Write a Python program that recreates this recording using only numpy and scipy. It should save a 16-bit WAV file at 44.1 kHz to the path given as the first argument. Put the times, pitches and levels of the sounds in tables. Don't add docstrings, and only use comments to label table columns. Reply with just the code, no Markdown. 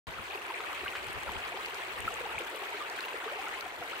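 import sys
import numpy as np
from scipy import signal
from scipy.io import wavfile

SR = 44100
rng = np.random.default_rng(int(sys.argv[2]) if len(sys.argv) > 2 else 0)


def wav_out(sig):
    wavfile.write(sys.argv[1], SR, np.round(np.clip(np.atleast_2d(sig).T, -1, 1) * 32767).astype(np.int16))


N = 176400
TIME = np.arange(N) / SR

# t/s, level/dB
FLOW_CURVE = [(.3, -1.5), (.6, 0.5), (2.1, 0.54), (3.5, 0.47), (3.75, -1.5), (4, 0.6)]
# f/Hz, relative level/dB
GURGLE_SPECTRUM = [(330, -8), (410, -2), (560, -6), (850, 2), (1350, 6.5), (1750, 2.5), (2400, 11),
                   (3100, 5.5), (4800, -2)]
# t/s, f/Hz, relative level/dB, length/s, glide over that length/octaves
NEAR_BUBBLES = [(0.184, 1386, -30.5, 0.009, -0.23), (0.349, 434, -33.5, 0.015, -0.32),
                (0.502, 1090, -30.5, 0.015, -.4), (0.603, 1170, -30, 0.0073, .12),
                (0.669, 1850, -34, .007, .1), (0.71, 1250, -34, .006, 0.2),
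                (0.727, 1350, -32, 0.011, -0.37), (0.832, 378, -34.5, .013, 0.2),
                (0.86, 1500, -27.5, 0.0087, 0.12), (0.868, 1210, -33.5, 0.0105, -0.2),
                (0.869, 2030, -33, 0.011, 0.25), (0.88, 2780, -23, 0.0031, 0.13),
                (0.934, 1390, -32.5, .007, .1), (1.276, 1477, -31.5, .017, -0.36),
                (1.291, 974, -27, 0.0067, -.14), (1.52, 670, -34.5, 0.013, 0.2),
                (1.537, 885, -36, 0.017, .15), (1.542, 455, -35.5, 0.013, 0.3),
                (1.573, 775, -31.5, 0.0062, .15), (1.596, 970, -39, 0.0097, 0.16),
                (2.078, 1330, -19.5, 0.0095, .01), (2.209, 520, -30.5, 0.0073, -0.07),
                (2.253, 765, -32, .027, .55), (2.346, 915, -33.5, 0.011, -0.06),
                (2.381, 2250, -22.5, .0044, 0.32), (2.404, 555, -31, 0.014, -.7),
                (2.489, 854, -40, .04, .6), (2.547, 475, -33.5, 0.0099, -0.06),
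                (2.619, 425, -34.5, 0.012, -0.12), (2.744, 406, -35.5, 0.024, .01),
                (2.813, 1148, -32, 0.02, 0.17), (2.89, 825, -34, 0.0097, 0.34),
                (3.038, 2680, -32, 0.011, 0.1), (3.142, 490, -30.5, 0.0095, -0.36),
                (3.221, 1370, -32.5, .009, 0.23), (3.26, 416, -32, .022, 0.15),
                (3.278, 1216, -29.5, 0.0086, -0.05), (3.317, 526, -33.5, .023, 0.56),
                (3.349, 403, -38.5, 0.034, 0.2), (3.389, 762, -32, 0.019, 0.07),
                (3.47, 1278, -32, 0.022, 0.34), (3.525, 790, -34.5, 0.01, 0.57),
                (3.564, 1034, -37.5, 0.037, 0.04), (3.659, 763, -32.5, 0.014, -.12),
                (3.813, 740, -34.5, 0.025, -0.2), (3.824, 1340, -32, .007, 0.14),
                (3.929, 1237, -32.5, 0.018, 0.56)]
# f/Hz, relative level per Hz/dB
WASH_SPECTRUM = [(170, -28), (280, -9.5), (390, -3.5), (560, -3.5), (850, -0.5), (1350, -1.5), (1700, 0),
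                 (2350, -0.5), (3000, -5.5), (4000, -12.5), (5400, -17.5), (8000, -19), (11500, -23),
                 (15500, -26)]
# t/s, level/dB, decay/s
WAVELETS = [(0.502, -42, 0.0096), (0.605, -32, 0.0016), (0.952, -33, 0.017), (1.405, -33.5, 0.0035),
            (2.736, -37.5, 0.003), (2.989, -30.5, 0.0033), (3.082, -32, .005), (3.242, -34, 0.004),
            (3.414, -32, .0032)]
# t/s, relative level/dB, f/Hz
NEAR_DROPLETS = [(1.068, -34, 8300), (1.1303, -34, 10100), (1.661, -29, 4340), (1.7445, -28, 4430),
                 (2.0044, -31.5, 8300), (2.1406, -29, 6740), (2.3886, -31.5, 7800), (2.397, -40, 11000),
                 (2.4992, -35, 8820), (2.5607, -34.5, 11000), (2.899, -29, 4540), (3.0065, -26.5, 4300),
                 (3.4838, -35, 6530), (3.609, -26.5, 4350)]
# f/Hz, relative level per Hz/dB
SPRAY_SPECTRUM = [(600, -41), (1500, 8), (2800, 10.5), (4200, 2.5), (5500, 2), (7500, -1.5), (11500, -4),
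                  (15500, -8.5)]
# f/Hz, left minus right level/dB
RIVER_BALANCE = [(300, -1), (750, 1.9), (2000, 0), (3300, 5.5), (5500, -4), (9000, 9.5), (15000, 2)]
# f/Hz, likeness/(0 to 1)
PORT_LIKENESS = [(150, 0.65), (400, 1), (750, 1), (1200, 0.45), (2200, 0), (5000, 0.15)]
# t/s, relative level/dB
BREEZE_CURVE = [(.1, -63), (.5, -72), (1.27, -61.5), (1.5, -66), (1.85, -69), (2.03, -60.5), (2.35, -65.5),
                (2.6, -74), (3.9, -70)]
PUFF_TIMES = [0.086, .2, .845, 1.09, 1.17, 1.299, 1.368, 2.01, 2.055, 2.37, 3.8]
# f/Hz, relative level per Hz/dB
RUMBLE_SPECTRUM = [(24, -8), (45, -2.5), (75, 2), (125, -6), (185, -6.5), (300, -11.5), (700, -50)]
# f/Hz, width/Hz, level/dB
PORT_COLOUR = [(8500, 330, 3), (9940, 1750, -4), (5520, 2570, -5)]

RIVER_LAG_S = .0002


def gurgle(level_db=-43.5, per_s=750, cycles=9.1, spread_db=3):
    out, count = np.zeros((2, N)), int(per_s * N / SR)
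    low_hz, high_hz = GURGLE_SPECTRUM[0][0], GURGLE_SPECTRUM[-1][0]
    for when, pitch in rng.random((count, 2)):
        size, length, glide, side = np.clip(rng.standard_normal(4), -2, 2)
        hz = low_hz * (high_hz / low_hz) ** pitch
        ring = bubble(hz, length_s=cycles / hz * np.exp(.343 * length),
                      glide_octaves=.083 + .19 * glide, lag_s=RIVER_LAG_S + .00021 * side)
        gain = from_db(at_hz(GURGLE_SPECTRUM, hz) + spread_db * size)
        add(out, when * N / SR, gain * pan(at_hz(RIVER_BALANCE, hz) + side) * ring)
    return from_db(level_db) * rms_one(out)


def bubble(hz, length_s, glide_octaves, lag_s):
    t = np.arange(int(2 * length_s * SR) + 2) / SR
    age_s = np.maximum(t - np.array([[lag_s], [0]]), 0)
    swell = age_s / (.27 * length_s)
    pitch_hz = hz * 2 ** (glide_octaves * (age_s / length_s) ** 1.47)
    turns = np.cumsum(pitch_hz * np.diff(age_s, prepend=0), axis=1)
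    return swell * np.exp(1 - swell) * np.sin(2 * np.pi * turns)


def plops(gain_db=-2.5):
    out = np.zeros((2, N))
    for s, hz, db, length_s, glide in NEAR_BUBBLES:
        add(out, s, from_db(db + gain_db) * pan(db=1) * bubble(hz, length_s, glide, lag_s=.00003))
    return out


def wash(level_db=-42):
    left, right = banded_noise(WASH_SPECTRUM, flicker_db=2, flicker_hz=17,
                               likeness=PORT_LIKENESS, balance=RIVER_BALANCE)
    late_left = np.interp(TIME - RIVER_LAG_S, TIME, left)
    return from_db(level_db) * np.array([late_left, right])


def slaps(band_hz=(1140, 2770)):
    out, t = np.zeros((2, N)), TIME[:SR // 10]
    band = signal.butter(2, band_hz, "band", fs=SR, output="sos")
    for s, db, decay_s in WAVELETS:
        splash = rms_one(signal.sosfilt(band, rng.standard_normal(len(t))))
        add(out, s, from_db(db) * pan(db=1) * splash * np.exp(-t / decay_s))
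    return out


def snaps(gain_db=-3.5, decay_s=.0017, q=5.7):
    out, t = np.zeros((2, N)), TIME[:SR // 50]
    for s, db, hz in NEAR_DROPLETS:
        radius = np.exp(-np.pi * hz / (q * SR))
        resonance = [1, -2 * radius * np.cos(2 * np.pi * hz / SR), radius ** 2]
        crack = rms_one(signal.lfilter([1, 0, -1], resonance, rng.standard_normal((2, len(t)))))
        add(out, s, from_db(db + gain_db) * pan(db=7) * crack * np.exp(-t / decay_s))
    return out


def spray(level_db=-51.5, per_s=410, clump_db=2, attack_s=.00026, decay_s=.001):
    landings = rng.random(N) < per_s * from_db(clump_db * drift(hz=25)) / SR
    tick_db = np.minimum(7.5 * rng.exponential(1, N), 11)
    power = landings * from_db(tick_db) ** 2 + 1e-18
    for time_s in (attack_s, decay_s):
        power = signal.lfilter([1], [1, -np.exp(-2 / (time_s * SR))], power)
    hiss = banded_noise(SPRAY_SPECTRUM, flicker_db=3.8, flicker_hz=41, balance=RIVER_BALANCE)
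    return from_db(level_db) * rms_one(np.sqrt(power) * hiss)


def current(water, surge_db=.5, splash_hz=2690, width_hz=1400):
    flow = in_time(FLOW_CURVE) * from_db(surge_db * drift(hz=18))
    surging = flow * water
    return peak_filter(surging, splash_hz, width_hz, gain=flow ** .8)


def wind(gain_db=5.5, puff_db=9, puff_width_s=.017):
    puffs = sum(np.exp(-((TIME - s) / puff_width_s) ** 2) for s in PUFF_TIMES)
    force = in_time(BREEZE_CURVE) * (1 + from_db(puff_db) * puffs)
    rumble = banded_noise(RUMBLE_SPECTRUM, flicker_db=.5, flicker_hz=20)
    return from_db(gain_db) * force * pan(db=5.5) * rumble


def banded_noise(spectrum, flicker_db, flicker_hz, likeness=None, balance=None):
    low_hz, high_hz = spectrum[0][0], min(spectrum[-1][0] * 1.1, SR * .45)
    edges = np.geomspace(low_hz, high_hz, round(3 * np.log2(high_hz / low_hz)) + 1)
    out, white = 0, rng.standard_normal((2, 2, N))
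    for k, band in enumerate(zip(edges, edges[1:])):
        mid, side = signal.sosfilt(signal.butter(2, band, "band", fs=SR, output="sos"), white[k % 2])
        hz = np.sqrt(band[0] * band[1])
        alike = np.clip(at_hz(likeness, hz), 0, 1) if likeness else 0
        stereo = np.sqrt(1 + alike) * mid + np.sqrt(1 - alike) * side * [[1], [-1]]
        gain = from_db(at_hz(spectrum, hz) + flicker_db * drift(flicker_hz))
        out = out + gain * pan(at_hz(balance, hz) if balance else 0) * stereo
    return rms_one(out)


def drift(hz):
    step, settle = 40, 2000
    pole = np.exp(-2 * np.pi * hz * step / SR)
    white = rng.standard_normal(N // step + settle + 2)
    slow = signal.lfilter([1], [1, -2 * pole, pole ** 2], white)[settle:]
    return np.interp(np.arange(N) / step, np.arange(len(slow)), rms_one(slow))


def peak_filter(x, hz, width_hz, gain):
    return x + (gain - 1) * signal.lfilter(*signal.iirpeak(hz, hz / width_hz, fs=SR), x)


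def from_db(db):
    return 10 ** (np.asarray(db) / 20)


def rms_one(x):
    return x / np.sqrt(np.mean(x ** 2) + 1e-20)


def in_time(rows):
    return from_db(np.interp(TIME, *np.transpose(rows)))


def at_hz(points, hz):
    freqs, values = np.transpose(points)
    return np.interp(np.log(hz), np.log(freqs), values)


def pan(db):
    return rms_one(from_db(np.array([[db], [-db]]) / 2))


def add(out, s, sound):
    i = int(s * SR)
    out[:, i:i + sound.shape[1]] += sound[:, :max(N - i, 0)]


def scene():
    return current(gurgle() + wash() + spray()) + plops() + slaps() + snaps() + wind()


def record(dry, start_s=.069, cutoff_hz=15750):
    for hz, width_hz, db in PORT_COLOUR:
        dry = peak_filter(dry, hz, width_hz, from_db(db))
    lowpass = signal.ellip(12, .1, 70, cutoff_hz, fs=SR, output="sos")
    return signal.sosfilt(lowpass, dry * (TIME > start_s))


dry = scene()
out = record(dry)
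wav_out(out)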